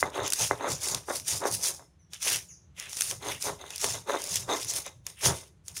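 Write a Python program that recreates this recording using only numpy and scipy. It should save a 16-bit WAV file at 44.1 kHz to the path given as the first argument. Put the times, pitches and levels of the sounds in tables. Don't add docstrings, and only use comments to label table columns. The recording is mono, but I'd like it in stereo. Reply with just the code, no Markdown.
import sys
import numpy as np
from scipy import signal
from scipy.fft import rfft, irfft, next_fast_len
from scipy.io import wavfile
from scipy.ndimage import uniform_filter1d, map_coordinates

SR = 44100
rng = np.random.default_rng(int(sys.argv[2]) if len(sys.argv) > 2 else 0)


def wav_out(sig):
    wavfile.write(sys.argv[1], SR, np.round(np.clip(np.atleast_2d(sig).T, -1, 1) * 32767).astype(np.int16))


N = 255780

# start in seconds, length in seconds, level of the fine grit
# at the start in dB and at the end in dB, coarse grit and finest dust in dB relative to the fine.
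CRUSH_STROKES = [(0.003, 0.018, -32.5, -44, -10.5, -2.5), (0.147, 0.06, -55, -57, 8.5, 1),
                 (0.247, 0.017, -42, -34, -2, -8.5), (0.329, 0.108, -41.5, -27, -10, -3.5),
                 (0.552, 0.32, -60, -56.5, 3, 0.5), (0.7, 0.029, -32.5, -33, -12, -5.5),
                 (0.825, 0.091, -36, -33, -13.0, -3.5), (0.955, 0.025, -63.5, -48.5, -2.5, -2),
                 (1.071, 0.087, -56, -37.5, -12.5, -1), (1.283, 0.089, -29.0, -36.5, -12, -2),
                 (1.47, 0.039, -35, -54, -9, -1.5), (1.523, 0.02, -35.5, -34, -13.5, 1.5),
                 (1.634, 0.051, -31, -31, -13.5, -2), (2.144, 0.024, -46, -55, -3, -5),
                 (2.229, 0.1, -38, -27, -5, -1.5), (2.793, 0.1, -47.5, -58.5, 5.5, -2),
                 (2.897, 0.043, -52.5, -42.5, -9.5, -0.5), (2.975, 0.13, -39.5, -36.5, -9, 0),
                 (3.228, 0.096, -52, -40.5, 0.5, 0), (3.427, 0.03, -37.5, -32.5, -8, -2.5),
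                 (3.597, 0.07, -67, -59.5, 5.5, 4), (3.709, 0.053, -48, -46, -2.5, -5),
                 (3.817, 0.09, -31.5, -34.5, -7.5, -3.5), (3.907, 0.03, -56.0, -34.5, -11.0, -2.5),
                 (4.09, 0.12, -50.5, -47, -2.5, -0.5), (4.213, 0.16, -57.5, -31.5, -11, -3.5),
                 (4.496, 0.13, -45.5, -37, -8.5, -4), (4.697, 0.008, -33.5, -30.5, -14.5, -6.5),
                 (4.761, 0.034, -29, -42, -10.5, 0), (4.864, 0.035, -45.5, -60, -1.5, -13),
                 (5.077, 0.025, -55, -55, -4, 2), (5.16, 0.053, -75, -52.5, 6, 5),
                 (5.249, 0.079, -25, -56.5, -7.5, -3.5), (5.324, 0.088, -46, -51, -5, -0.5),
                 (5.687, 0.007, -49, -51.5, -9.5, 0.5), (5.778, 0.0051, -33, -41, -12.5, -2.5)]
# time in seconds, peak of the
# bright part in dB, peak of the dull part in dB relative to it.
SET_SNAPS = [(0.1019, -35, -17.5), (0.2334, -28, -19.5), (0.2584, -34, -16), (0.2778, -19, -18),
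             (0.3027, -16.5, -22), (0.3226, -11, -11.5), (0.3338, -9.5, -18.5), (0.5769, -37.5, -18),
             (0.7184, -18, -20), (0.7794, -37, -22), (0.846, -22, -16), (0.8854, -17, -16.5),
             (0.9467, -14, -10.5), (1.1987, -24, -13), (1.283, -17, -17.5), (1.5135, -19, -23.5),
             (1.6127, -26, -19), (1.6453, -21, -15), (1.6811, -19.5, -22.5), (2.1339, -27, -5.5),
             (2.227, -20.5, -15), (2.2812, -14, -5), (2.3017, -18, -21), (2.3589, -18, -8.5),
             (2.7984, -22, -15), (2.825, -36, -17), (2.8575, -36, -12.5), (2.8948, -30, -25),
             (2.9305, -22, -10.5), (2.9696, -21, -13.5), (3.0087, -8, -13.5), (3.0199, -11, -13.5),
             (3.0854, -33, -6), (3.1113, -17.5, -10), (3.4245, -15.5, -23), (3.7044, -29.5, -4),
             (3.7594, -22, -29), (3.7803, -23.5, -16), (3.8429, -17.5, -4.5), (4.2188, -21, -24),
             (4.2398, -18, -26), (4.357, -12, -13.5), (4.607, -38, -29), (4.6466, -21, -17),
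             (4.6939, -23.5, -23), (4.7371, -20, -11), (4.8633, -25, -24.5), (5.0664, -20, -13.5),
             (5.2577, -7, -13.5), (5.682, -21.5, -19), (5.7678, -26.5, -3)]
# frequency in Hz, relative gain in dB.
FINE_COLOUR = [(2500, -36), (3500, -11.5), (4300, -9.5), (5200, -2.5), (5920, -0.5), (6790, -0.5),
               (7600, -4), (8400, -20.5), (11000, -36.5)]
DUST_COLOUR = [(6000, -27), (7800, -11.5), (8800, 0.5), (9500, -0.5), (11000, -7), (12100, -12.5),
               (14800, -14), (15700, -17.5), (16100, -48)]
COARSE_COLOUR = [(300, -16), (800, -11), (1500, -1.5), (2500, 5), (3500, 4), (4500, -15), (7000, -40)]
# start in seconds, length in seconds, rumble at the
# start in dB and at the end in dB, hardness of the contact (ringing over rumble) in dB.
SLIDE_STROKES = [(0.039, 0.046, -34, -40, -14.0), (0.156, 0.092, -34.0, -35, -8.0),
                 (0.399, 0.077, -36.5, -70, -3), (0.52, 0.035, -31.5, -44, -16),
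                 (0.612, 0.068, -35.0, -27.5, -14), (0.795, 0.16, -63.5, -40, -6),
                 (1.098, 0.0077, -42, -36.5, -8), (1.108, 0.0085, -27, -37.5, -18),
                 (1.278, 0.071, -53.5, -45.5, 1.5), (1.426, 0.038, -32.5, -28.0, -15),
                 (1.566, 0.14, -59, -46, -9.5), (1.789, 0.007, -59.5, -51, -9.5),
                 (2.135, 0.0082, -60.5, -72.5, -2.0), (2.255, 0.096, -46, -46, -4.5),
                 (2.786, 0.15, -61.5, -66.5, -0.5), (2.972, 0.112, -58.5, -60, 2.5),
                 (3.118, 0.042, -45, -57.5, -3.5), (3.226, 0.068, -44, -35, -5.5),
                 (3.456, 0.033, -38.5, -33.5, -7), (3.607, 0.16, -48, -63, -2.0),
                 (3.841, 0.053, -36, -46, -5), (3.94, 0.0051, -49.5, -37, -2.0),
                 (4.087, 0.071, -32.5, -34, -8.0), (4.243, 0.208, -50.5, -55.5, -4.5),
                 (4.497, 0.045, -29.5, -28, -9.5), (4.647, 0.14, -64, -47, -2.0),
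                 (4.838, 0.033, -81, -48.5, 1.5), (5.069, 0.027, -63.5, -59, 5),
                 (5.236, 0.074, -40.5, -32.5, -10), (5.361, 0.07, -68, -59.5, 1),
                 (5.684, 0.0274, -65.5, -61, -0.5), (5.777, 0.019, -62, -65, 9)]
# time in seconds, blow in dB before the gains of the two
# sets of modes, hardness (blow to the high modes over the blow to the low) in dB.
BOWL_KNOCKS = [(0.028, -13, 15), (0.1618, -30, 0), (0.194, -20.5, 2.5), (0.2083, -28, 9.5),
               (0.511, -9.5, 3.5), (0.609, -26, 1), (0.6443, -18.5, -3), (1.0868, -23, -6),
               (1.1071, -18.5, -14), (1.4545, -14.5, -18), (1.4719, -22.5, -8), (1.795, -39, -16),
               (2.267, -28, -5.5), (3.6403, -31, -1), (3.8431, -19.5, -7), (4.0969, -19.5, -14),
               (4.105, -17, -2.5), (4.1422, -17, -22), (4.1478, -15.5, -12), (4.1612, -19.5, -8),
               (4.501, -22.5, -4), (4.5153, -20, -11), (4.8666, -31, -9), (5.261, -17.5, -3.5),
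               (5.2858, -22, -7.5)]
# frequency in Hz, width in Hz, relative
# level in dB before the contact and the radiation shape it.
BOWL_MODES = [(306, 39, -0.5), (408, 44, 5), (547, 220, 3.5), (892, 220, 0.5), (800, 1200, 1.5),
              (1074, 59, -15), (1490, 170, -20.5)]
# frequency in Hz, width in Hz, relative level in dB,
# before the contact of a knock softens them or a slide sharpens them.
RING_MODES = [(2067, 42, 7), (2580, 740, -4.5), (3633, 470, 4), (3700, 150, -8.5), (6360, 300, 5),
              (7100, 210, -12), (8850, 930, -15.5), (11000, 480, -24.5)]
# start in seconds, length in seconds, level in dB.
TABLE_PUSHES = [(0.039, 0.024, -39.5), (0.204, 0.036, -44.5), (0.421, 0.015, -40.5), (0.519, 0.021, -41),
                (0.707, 0.034, -38.5), (0.926, 0.031, -41), (1.136, 0.1, -54.5), (1.336, 0.032, -42),
                (1.528, 0.035, -42.5), (2.33, 0.04, -53.5), (3.088, 0.091, -51), (3.275, 0.1, -51),
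                (3.472, 0.065, -45), (3.862, 0.14, -47.5), (4.326, 0.151, -47), (4.634, 0.041, -53),
                (4.737, 0.031, -52.5), (4.975, 0.046, -53), (5.276, 0.029, -29.5), (5.717, 0.016, -55)]
# frequency in Hz, width in Hz, relative level in dB before the
TABLE_MODES = [(70, 11, -18.5), (93, 11, -6), (115.5, 14, 2.5), (153, 38, -6)]
# start in seconds, length in seconds, first pitch in Hz, last pitch in Hz,
# level in dB before its fade, roughness and distance.
BIRD_CHIRPS = [(1.80, 0.08, 5400, 5150, -62), (1.99, 0.06, 6200, 5300, -63), (2.481, .06, 7140, 4500, -43)]
# frequency in Hz, time to fall 60 dB in seconds.
KITCHEN_DECAY = [(200, 0.63), (2000, 0.1), (6000, 0.35), (14000, 0.3)]
# frequency in Hz, relative gain in dB.
AIR_COLOUR = [(20, -33), (45, -23.5), (64, -3.5), (82, -1), (105, -10.5), (170, -5.5), (245, -32),
              (300, -21.5), (400, -28), (900, -33), (4200, -43.5), (5600, -49.5), (7000, -47), (15600, -66)]

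CRUSH_RISE_DB_PER_S, CRUSH_FALL_DB_PER_S = 420.5, 269.5
SLIDE_RISE_DB_PER_S, SLIDE_FALL_DB_PER_S = 619.5, 300.5
PUSH_RISE_DB_PER_S, PUSH_FALL_DB_PER_S = 399, 299.5
ONSET_S = 0.03
GRIT_PATCH_DB = 2.4
LOOSE_PER_S, LOOSE_DB, LOOSE_SPREAD_DB, LOOSE_DULL_DB = 20, 5, 2.5, -14.5
BIRD_DIRECT_DB, MORTAR_TO_ROOM_DB = -5, -15.0
AIR_DB = -60
TOP_HZ = 16650


def crush():
    clumps = amp(1.5 * wobble(40))
    small = bursts(350, spread_db=0.5, life_s=0.0014, bed=0.79) * clumps
    small = speckled(small, depth_db=GRIT_PATCH_DB, size=10)
    large = bursts(270, spread_db=2.5, life_s=0.0012, bed=0.7) * clumps
    large = speckled(large, depth_db=GRIT_PATCH_DB, size=10)
    fine = unit(filtered(small, colour(FINE_COLOUR)))
    dust = unit(filtered(small, colour(DUST_COLOUR)))
    coarse = unit(filtered(large, colour(COARSE_COLOUR)))
    dust_gain = grit(shifted(CRUSH_STROKES, column=5))
    coarse_gain = grit(shifted(CRUSH_STROKES, column=4))
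    return grit(CRUSH_STROKES) * fine + dust_gain * dust + coarse_gain * coarse


def grit(rows):
    return strokes([r[:4] for r in rows], CRUSH_RISE_DB_PER_S, CRUSH_FALL_DB_PER_S)


def snaps():
    out = np.zeros(N + SR)
    t = np.arange(SR // 20) / SR
    click = np.arange(N) == 0
    edge = filtered(click, lambda f: colour(FINE_COLOUR)(f) + amp(-1.5) * colour(DUST_COLOUR)(f))[:len(t)]
    body = filtered(click, colour(COARSE_COLOUR))[:len(t)]
    for s, db, dull_db in list(SET_SNAPS) + loose():
        crack = amp(-60 * t / 0.0091)
        debris = amp(-18.0 - 60 * t / 0.047)
        burst = (crack + debris) * rng.standard_normal(len(t))
        bright = signal.fftconvolve(burst, edge)[:len(t)]
        dull = signal.fftconvolve(burst, body)[:len(t)]
        snap = bright / np.abs(bright).max() + amp(dull_db) * dull / np.abs(dull).max()
        out[round(s * SR):][:len(t)] += amp(db) * snap
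    return out[:N]


def loose():
    draw = rng.random((int(LOOSE_PER_S * N / SR), 2))
    at = (draw[:, 0] * N).astype(int)
    grit_db = 20 * np.log10(grit(CRUSH_STROKES)[at] + 1e-9)
    db = grit_db + LOOSE_DB - LOOSE_SPREAD_DB * np.log(draw[:, 1])
    return [(i / SR, level, LOOSE_DULL_DB) for i, level in zip(at, db)]


def slide():
    rub = strokes([r[:4] for r in SLIDE_STROKES], SLIDE_RISE_DB_PER_S, SLIDE_FALL_DB_PER_S)
    hard = strokes(shifted(SLIDE_STROKES, column=4), SLIDE_RISE_DB_PER_S, SLIDE_FALL_DB_PER_S)
    bumps = speckled(rng.standard_normal(N), depth_db=1.5, size=30)
    rumble = unit(bowl(slips(200, scatter=0.3, spread_db=5.0) + 1.3 * unit(bumps)))

    def sharpened(f):
        response = modes(RING_MODES)(f)
        return response * abs(response) ** 0.48

    scrape = bursts(250, spread_db=5.5, life_s=0.0019, bed=0.23)
    ring = unit(filtered(scrape, sharpened))
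    return rub * rumble + hard * ring


def slips(rate, scatter, spread_db):
    count = np.cumsum(rate * amp(2.5 * wobble(20))) / SR + scatter * wobble(rate)
    moments = np.diff(np.floor(np.maximum.accumulate(count)), prepend=0) > 0
    return unit(-amp(spread_db * rng.standard_normal(N)) * moments)


def knocks():
    blows, hard = np.zeros(N), np.zeros(N)
    for s, db, hard_db in BOWL_KNOCKS:
        blows[round(s * SR)] = -amp(db)
        hard[round(s * SR)] = -amp(db + hard_db)
    ring = filtered(hard, lambda f: soft(2000)(f) ** 2 * modes(RING_MODES)(f))
    return amp(19) * bowl(blows) + amp(28.5) * ring


def bowl(pushes):
    return filtered(pushes, lambda f: soft(1850)(f) * modes(BOWL_MODES)(f) * stiff(265)(f) ** 2)


def table():
    rows = [(s, length, db, db) for s, length, db in TABLE_PUSHES]
    push = strokes(rows, PUSH_RISE_DB_PER_S, PUSH_FALL_DB_PER_S)
    shake = rng.standard_normal(N) * amp(0.74 * wobble(10))
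    return push * unit(filtered(shake, lambda f: modes(TABLE_MODES)(f) * stiff(58)(f) * soft(190)(f)))


def bird():
    out = np.zeros(N)
    phase = 2 * np.pi * 3900 * np.arange(N) / SR
    roughness = 1 + amp(-11) * np.cos(phase) + amp(-24) * np.cos(2 * phase)
    for s, length, start_hz, end_hz, db in BIRD_CHIRPS:
        u = np.arange(round(length * SR)) / (length * SR)
        pitch = start_hz + (end_hz - start_hz) * u
        swell = np.sin(np.pi * u ** 0.55) * amp(-10 * u)
        whistle = np.sin(2 * np.pi * np.cumsum(pitch) / SR)
        out[round(s * SR):][:len(u)] = amp(db) * swell * whistle
    return out * amp(3.5 * wobble(200)) * roughness


def kitchen(x):
    hz, t, z = signal.stft(rng.standard_normal(SR // 2), SR, nperseg=256)
    decay = amp(-60 * t / along(KITCHEN_DECAY, hz)[:, None])
    tail = signal.istft(z * decay, SR, nperseg=256)[1]
    late = np.pad(x, (250, 0))
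    return signal.fftconvolve(late, tail / np.linalg.norm(tail))[:N]


def air():
    return amp(AIR_DB + 0.9 * wobble(1.6)) * unit(filtered(rng.standard_normal(N), colour(AIR_COLOUR)))


def amp(db):
    return 10 ** (np.asarray(db) / 20)


def unit(x):
    return x / np.sqrt(np.mean(x ** 2) + 1e-20)


def along(points, hz):
    f, v = np.transpose(points)
    return np.interp(np.log(hz + 1), np.log(f + 1), v)


def wobble(rate):
    knots = rng.standard_normal(int(N * rate / SR) + 4)
    return map_coordinates(knots, [np.arange(N) * rate / SR])


def filtered(x, response):
    m = next_fast_len(N + SR // 2)
    return irfft(rfft(x, m) * response(np.fft.rfftfreq(m, 1 / SR)), m)[..., :N]


def colour(points):
    def response(hz):
        cepstrum = irfft(np.log(amp(along(points, hz)) + 1e-6))
        cepstrum[1:len(hz) - 1] *= 2
        cepstrum[len(hz):] = 0
        return np.exp(rfft(cepstrum))
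    return response


def modes(rows):
    return lambda f: sum(amp(db) * 1j * f * w / (c * c - f * f + 1j * f * w) for c, w, db in rows)


def soft(hz):
    return lambda f: 1 / (1 - (f / hz) ** 2 + 1.5j * f / hz) ** 2


def stiff(hz):
    return lambda f: 1 / (1 - (hz / (f + 1)) ** 2 - 1.2j * hz / (f + 1))


def speckled(x, depth_db, size):
    z = signal.stft(x, nperseg=256)[2]
    field = uniform_filter1d(rng.standard_normal(z.shape), size=2, axis=0)
    field = uniform_filter1d(field, size=size, axis=1)
    return signal.istft(z * amp(depth_db * unit(field)), nperseg=256)[1][:N]


def bursts(rate, spread_db, life_s, bed):
    strength = amp(spread_db * np.minimum(rng.exponential(size=N), 2.8)) ** 2
    starts = (rng.random(N) < rate / SR) * strength
    power = signal.lfilter([1], [1, -np.exp(-1 / (life_s * SR))], starts)
    return np.sqrt(power / power.mean() + bed) * rng.standard_normal(N)


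def strokes(rows, rise_db_per_s, fall_db_per_s):
    t = np.arange(0, N, 32) / SR
    start, length, first_db, last_db = np.transpose(rows)[..., None]
    ramp = amp(first_db) + (amp(last_db) - amp(first_db)) * np.clip((t - start) / length, 0, 1)
    ahead = np.maximum(start - t, 0)
    after = np.maximum(t - start - length, 0)
    edges = amp(-rise_db_per_s * ahead * (1 + ahead / ONSET_S / 2) - fall_db_per_s * after)
    gain = np.sqrt(np.sum((ramp * edges) ** 2, axis=0))
    return np.interp(np.arange(N) / SR, t, gain)


def shifted(rows, column):
    return [(r[0], r[1], r[2] + r[column], r[3] + r[column]) for r in rows]


def scene():
    mortar = crush() + snaps() + slide() + knocks()
    far = bird()
    direct = mortar + table() + amp(BIRD_DIRECT_DB) * far
    mono = direct + kitchen(amp(MORTAR_TO_ROOM_DB) * mortar + far) + air()
    return np.array([mono, mono])


def record(dry):
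    return filtered(dry, lambda hz: hz < TOP_HZ)


dry = scene()
out = record(dry)
wav_out(out)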